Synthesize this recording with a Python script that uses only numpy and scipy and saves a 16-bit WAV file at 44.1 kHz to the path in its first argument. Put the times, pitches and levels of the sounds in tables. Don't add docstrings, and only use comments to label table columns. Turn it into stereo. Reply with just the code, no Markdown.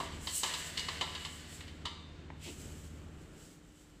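import sys
import numpy as np
from scipy import signal
from scipy.fft import rfft, irfft, next_fast_len
from scipy.io import wavfile
from scipy.ndimage import uniform_filter1d

SR = 44100
rng = np.random.default_rng(int(sys.argv[2]) if len(sys.argv) > 2 else 0)


def write(x):
    x = np.atleast_2d(x).T
    wavfile.write(sys.argv[1], SR, np.round(np.clip(x, -1, 1) * 32767).astype(np.int16))


N = 176400

AIR_TONE_COLOUR = [(20, -5.5), (50, 9), (100, 5), (180, 2.5), (380, 0), (600, -8.5), (1000, -14),
                   (1400, -11.5), (2000, -16.5), (3000, -17.5), (5000, -29.5), (7800, -28), (10000, -49),
                   (15000, -47.5)]
AIR_LOUDNESS = [(0, -47.5), (.22, -50), (.38, -63), (.8, -54.5), (2.6, -54), (3.2, -54), (3.6, -58.5),
                (4, -59)]
HUM_TONES = [(50, -71.5, 0), (76.6, -52.5, 1), (91.6, -59.5, 1), (120, -74.5, 0.9), (152, -60.5, 0.41),
             (167.2, -62, 0.4), (215.8, -65.5, 0.6), (260.9, -66.5, 1), (300.2, -66, 0.05)]
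HUM_LOUDNESS = [(0, 0), (.2, 3.5), (.4, -9), (.6, -6), (.85, -1.5), (3.1, -2), (3.3, -10.5), (3.6, -15),
                (4, -30)]
SLIDE_LOUDNESS = [(0, -48.5), (.08, -62), (.19, -63.5), (.23, -50), (.335, -43.5), (.365, -38.5),
                  (.395, -37.5), (.425, -42.5), (.5, -48), (.6, -46.5), (.635, -51.5), (.67, -44),
                  (.72, -52.5), (.83, -54), (.97, -55), (1.12, -60), (1.18, -57.5), (1.22, -59),
                  (1.28, -53.5), (1.46, -63.5), (1.55, -52), (1.66, -67), (1.8, -74), (2.1, -93)]
SLIDE_TONE_COLOUR = [(300, -17), (1500, -40.5), (2600, -16), (3000, -7), (3400, -18), (5000, -10.5),
                     (6000, -9.5), (7000, -2.5), (7800, 3.5), (8600, -6.5), (9800, -12), (15000, -18.5)]
RATTLE_LOUDNESS = [(0, -46.5), (.2, -57.5), (.4, -55.5), (.5, -44.5), (.62, -47.5), (.74, -50),
                   (.93, -48.5), (1.2, -51.5), (1.35, -56), (1.55, -56), (1.8, -63.5), (2.2, -67),
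                   (2.7, -75)]
RATTLE_TONE_COLOUR = [(200, -17), (500, -2.5), (1050, -5.5), (1500, -1.5), (1900, 2.5), (2400, -2.5),
                      (2950, 2), (3350, -1.5), (4400, -3), (5700, -10), (8000, -14.5), (15000, -41)]
# t/s, level/dB, body/dB (up to 1150 Hz), middle/dB (2000 Hz), edge/dB (4600 Hz),
# treble/dB (from 7500 Hz), ringing/dB, right minus left/dB
BLOWS = [(0.001, -38.5, 12.5, 1.5, -0.5, -4, 1, 9), (0.270, -35, -2.5, -0.5, 7, -4.5, 1, 4),
         (0.432, -27.5, -0.5, -1.5, 2, 3.5, 0.5, 4.5), (0.537, -31.5, -4.5, -2, 1, -1, -6, 3),
         (0.773, -32, -11, 5, 4, 0, -0.5, 6), (0.793, -35.5, -9, -4, 8, 6, -11, 0),
         (0.884, -33.5, 1, 5, 5, -4.5, -4.5, 5.5), (1.010, -29, 0.5, -0.5, -1, -4.5, -2.5, 4.5),
         (1.150, -38, -6, -4.5, -0.5, -6, -1, 5), (1.248, -35.5, -6.5, -1, 0.5, -4, -6, 2),
         (1.606, -46, -9, 3, -1, -5, -9, 2.5), (1.676, -49, -12, 5, 3, 0, -7, 2),
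         (1.853, -33.5, -2, -1, 2.5, -5, -3, 1)]
BLOW_COLOUR = [(60, -10), (200, -11), (360, -6), (520, -5.5), (760, -2), (1050, 6.5), (1350, -2.5),
               (1530, -17.5), (1720, -2.5), (2100, -0.5), (2450, -6.5), (3000, 6.5), (3300, -1.5),
               (3650, 0.5), (4500, -3), (5700, -11.5), (7600, -7.5), (9500, -20.5), (15000, -35)]
# f/Hz, level/dB, t60/s (the time to die away by 60 dB)
STAND_TONES = [(375, 1.5, 0.45), (935, 3, 0.22), (978, -11.5, 0.59), (1070, 0.5, 0.31), (1152, 3, 0.42),
               (1663, 2.5, 0.3), (1967, -4, .45), (2040, -7, 0.56), (2950, 2, 0.75), (3045, 4, 0.13),
               (3055, -2.5, 0.1), (3170, -36, 0.51), (3870, -29, 0.77), (4060, -24, 0.71), (4630, -8, 0.68)]
# f/Hz, level/dB
ZIP_TONE_COLOUR = [(1000, -41), (4000, -16), (6500, -13), (7700, -1), (8600, 7), (9800, -5), (12000, -9),
                   (15000, -11)]
# f/Hz, level/dB, t60/s
SINGING_TONES = [(1178, -55, 0.64), (1224, -57, 0.57), (970, -56, 0.27), (2940, -61, 0.97),
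                 (3600, -59, 1.2), (3590, -59, 1.3), (3770, -57.5, 1.0), (3830, -60, 1.2), (3940, -63, .8),
                 (4830, -59.5, 0.66)]
# f/Hz, level/dB
SHOE_TAP_COLOUR = [(80, -15), (350, -2), (850, 2), (1400, -8), (2500, -8), (3500, -28), (7000, -50),
                   (15000, -65)]
SHOE_SCUFF_COLOUR = [(300, -7), (1000, -23), (1700, -13), (2600, 2.5), (3400, -1), (5500, -9), (12000, -44)]
SHOE_STEP_COLOUR = [(60, -15), (150, -15), (240, 2.5), (370, 2.5), (550, -7.5), (1000, -15.5), (3000, -49)]
DRAG_LOUDNESS = [(2.3, -97), (2.39, -71), (2.44, -52.5), (2.53, -53.5), (2.56, -59), (2.62, -52),
                 (2.7, -59.5), (2.85, -59), (2.94, -67.5), (3.1, -72), (3.32, -68), (3.42, -60.5),
                 (3.52, -62.5), (3.62, -72), (3.8, -65.5), (4, -71.5)]
DRAG_TONE_COLOUR = [(500, -20), (2000, -10), (2750, -7.5), (3000, -0.5), (3250, -6.5), (5200, -6),
                    (6800, -3.5), (7700, 3), (8700, -6), (10000, -11), (15000, -16.5)]


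def amp(db):
    return 10 ** (np.asarray(db) / 20)


def unit(x):
    return x / np.sqrt(np.mean(x ** 2))


def follow(points):
    return amp(np.interp(np.arange(N) / SR, *np.array(points).T))


def fade(t, t60):
    return np.exp(-np.log(1000) * t / t60)


def let_through(x, kind, hz, order):
    return signal.sosfilt(signal.butter(order, hz, kind, fs=SR, output="sos"), x)


def colour(x, points):
    size = next_fast_len(x.shape[-1] // 2 + 2048) * 2
    hz, db = np.array(points, float).T
    grid_hz = np.arange(size // 2 + 1) * SR / size
    gain = unit(amp(np.interp(np.log(grid_hz + 1), np.log(hz), db)))
    cepstrum = irfft(np.log(gain))
    cepstrum[1:size // 2] *= 2
    cepstrum[size // 2 + 1:] = 0
    return irfft(rfft(x, size) * np.exp(rfft(cepstrum)))[..., :x.shape[-1]]


def place(pair, pan_db, width):
    side = width * let_through(pair[1], "high", hz=760, order=1)
    return np.array([pair[0] + side, pair[0] - side]) * amp([[-pan_db / 2], [pan_db / 2]])


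def wander(per_s):
    hold = int(SR / per_s)
    steps = np.repeat(rng.standard_normal(N // hold + 1), hold)
    return 1.3 * uniform_filter1d(uniform_filter1d(steps, hold), hold)[:N]


def grains(per_s, spread_db):
    clicks = (rng.random((2, N)) < per_s / SR) * rng.choice([-1, 1], (2, N))
    return unit(clicks * amp(spread_db * np.minimum(rng.exponential(size=(2, N)), 3)))


def dying_tones(t, hz, t60):
    t, hz, t60 = (np.asarray(v, np.float32) for v in (t, hz, t60))
    return np.sin(2 * np.pi * hz[:, None] * t) * np.exp(-t / t60[:, None] * np.float32(np.log(1000)))


def room(x, build_up_s=0.0084):
    t = np.arange(SR) / SR
    noise = rng.standard_normal((2, SR))
    low = let_through(noise, "low", hz=4000, order=2) * fade(t, t60=0.53)
    high = let_through(noise[::-1], "high", hz=4000, order=2) * fade(t, t60=0.5)
    tail = (low + high) * np.minimum(t / build_up_s, 1) ** 2
    return signal.fftconvolve(x, unit(tail) / np.sqrt(SR), axes=1)[:, :N]


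def workshop_air():
    air = colour(rng.standard_normal((2, N)), AIR_TONE_COLOUR)
    return place(air, pan_db=4, width=1) * follow(AIR_LOUDNESS) * amp(1.1 * wander(8.45))


def machine(waver_db=1.7):
    t = np.arange(N) / SR
    volume, hum = follow(HUM_LOUDNESS), 0
    for hz, db, share in HUM_TONES:
        phase = 2 * np.pi * (hz * t + rng.random()) + 0.16 * wander(3.7)
        hum += np.sqrt(2) * amp(db + waver_db * wander(4.86)) * volume ** share * np.sin(phase)
    return place([hum, 0 * hum], pan_db=3, width=0)


def sliding(loudness, tone_colour, pan_db):
    rub = grains(per_s=5000, spread_db=2) * amp(1.5 * wander(40))
    rub = unit(rub + amp(-2) * room(rub))
    return place(colour(rub, tone_colour), pan_db, width=1) * follow(loudness)


def settling():
    ticks = grains(per_s=700, spread_db=3)
    ticks = unit(ticks + amp(3.5) * room(ticks))
    return place(colour(ticks, RATTLE_TONE_COLOUR), pan_db=4.5, width=1) * follow(RATTLE_LOUDNESS)


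def knocks(tone_count=360, detune=0.012, scatter_db=4, rise_s=0.0023, bounce_s=0.03):
    t = np.arange(SR) / SR
    wire_hz = 250 + 9000 * rng.random(tone_count) ** 1.3
    wire = dying_tones(t, wire_hz, t60=0.52 * 2 ** rng.uniform(-1.11, 1, tone_count))
    stand_hz, stand_db, stand_t60 = np.array(STAND_TONES).T
    out = np.zeros((2, N + SR))
    for start, db, body_db, mid_db, edge_db, treble_db, ring_db, pan_db in BLOWS:
        snap = amp(-0.5) * fade(t, t60=0.023)
        crack = rng.standard_normal((2, SR)) * (fade(t, t60=0.088) + snap) * (1 - np.exp(-t / rise_s))
        turns = rng.standard_normal((2, tone_count)).astype(np.float32) @ wire * np.sqrt(2 / tone_count)
        stand = dying_tones(t, stand_hz * (1 + detune * rng.standard_normal(len(stand_hz))), stand_t60)
        strengths = amp(stand_db + scatter_db * rng.standard_normal((2, len(stand_hz))))
        ringing = (strengths * rng.choice([-1, 1], strengths.shape)) @ stand
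        for delay in bounce_s * rng.random(size=4):
            bounce = (t > delay) * fade(abs(t - delay), t60=0.025) * rng.standard_normal((2, SR))
            crack += amp(-14) * np.exp(-delay / 0.06) * bounce
        blow = colour(crack + amp(ring_db - 15.5) * turns, BLOW_COLOUR) + amp(ring_db - 22.5) * ringing
        tone = [(300, body_db), (1150, body_db), (2000, mid_db),
                (3100, 0), (4600, edge_db), (7500, treble_db)]
        blow = colour(blow, tone) * amp(treble_db / 2)
        first = int(start * SR)
        out[:, first:first + SR] += amp(db) * place(blow, pan_db, width=0.92)
    return out[:, :N] + amp(-6) * room(out[:, :N])


def zip_past(peak_s=0.372, half_length_s=0.03):
    t = np.arange(N) / SR
    rub = grains(per_s=14000, spread_db=1) * np.exp(-((t - peak_s) / half_length_s) ** 4)
    return amp(-38) * place(colour(rub, ZIP_TONE_COLOUR), pan_db=1, width=0.6)


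def singing(start_s=1.856, rise_s=0.0093, waver_db=3.5):
    t = np.arange(N) / SR - start_s
    tones = np.zeros((2, N))
    for hz, db, t60 in SINGING_TONES:
        for row in range(2):
            phase = 2 * np.pi * (hz * t + rng.random()) + 1.9 * wander(40)
            tones[row] += amp(db + waver_db * wander(30.66)) * fade(abs(t), t60) * np.sin(phase)
    return place(tones * np.clip(t / rise_s, 0, 1), pan_db=3.5, width=0.81)


def shoe(tap_s=2.303, scuff_s=2.47, step_s=2.48):
    t = np.arange(N) / SR
    tap = rng.standard_normal((2, N)) * (t > tap_s) * fade(abs(t - tap_s), t60=0.014)
    tap = amp(-36) * place(colour(tap, SHOE_TAP_COLOUR), pan_db=2.5, width=0.54)
    grit = grains(per_s=9000, spread_db=5) * np.exp(-((t - scuff_s) / 0.049) ** 2)
    thud = rng.standard_normal((2, N)) * np.exp(-((t - step_s) / 0.023) ** 2)
    step = amp(-50.5) * colour(grit, SHOE_SCUFF_COLOUR) + amp(-47) * colour(thud, SHOE_STEP_COLOUR)
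    both = tap + place(step, pan_db=3, width=0.21)
    return both + amp(-4) * room(both)


def scene():
    first_coil = knocks() + zip_past() + singing() + settling()
    first_coil += sliding(SLIDE_LOUDNESS, SLIDE_TONE_COLOUR, pan_db=2)
    second_coil = sliding(DRAG_LOUDNESS, DRAG_TONE_COLOUR, pan_db=0)
    return first_coil + second_coil + shoe() + machine() + workshop_air()


def record(dry, shade_hz=3030, shade_db=-2, top_hz=15300):
    band = let_through(dry, "band", hz=[shade_hz / 2, shade_hz * 2], order=1)
    heard = dry + band * (amp([[shade_db * 2 / 3], [-shade_db / 3]]) - 1)
    return signal.sosfilt(signal.ellip(10, .2, 80, top_hz, fs=SR, output="sos"), heard)


dry = scene()
out = record(dry)
write(out)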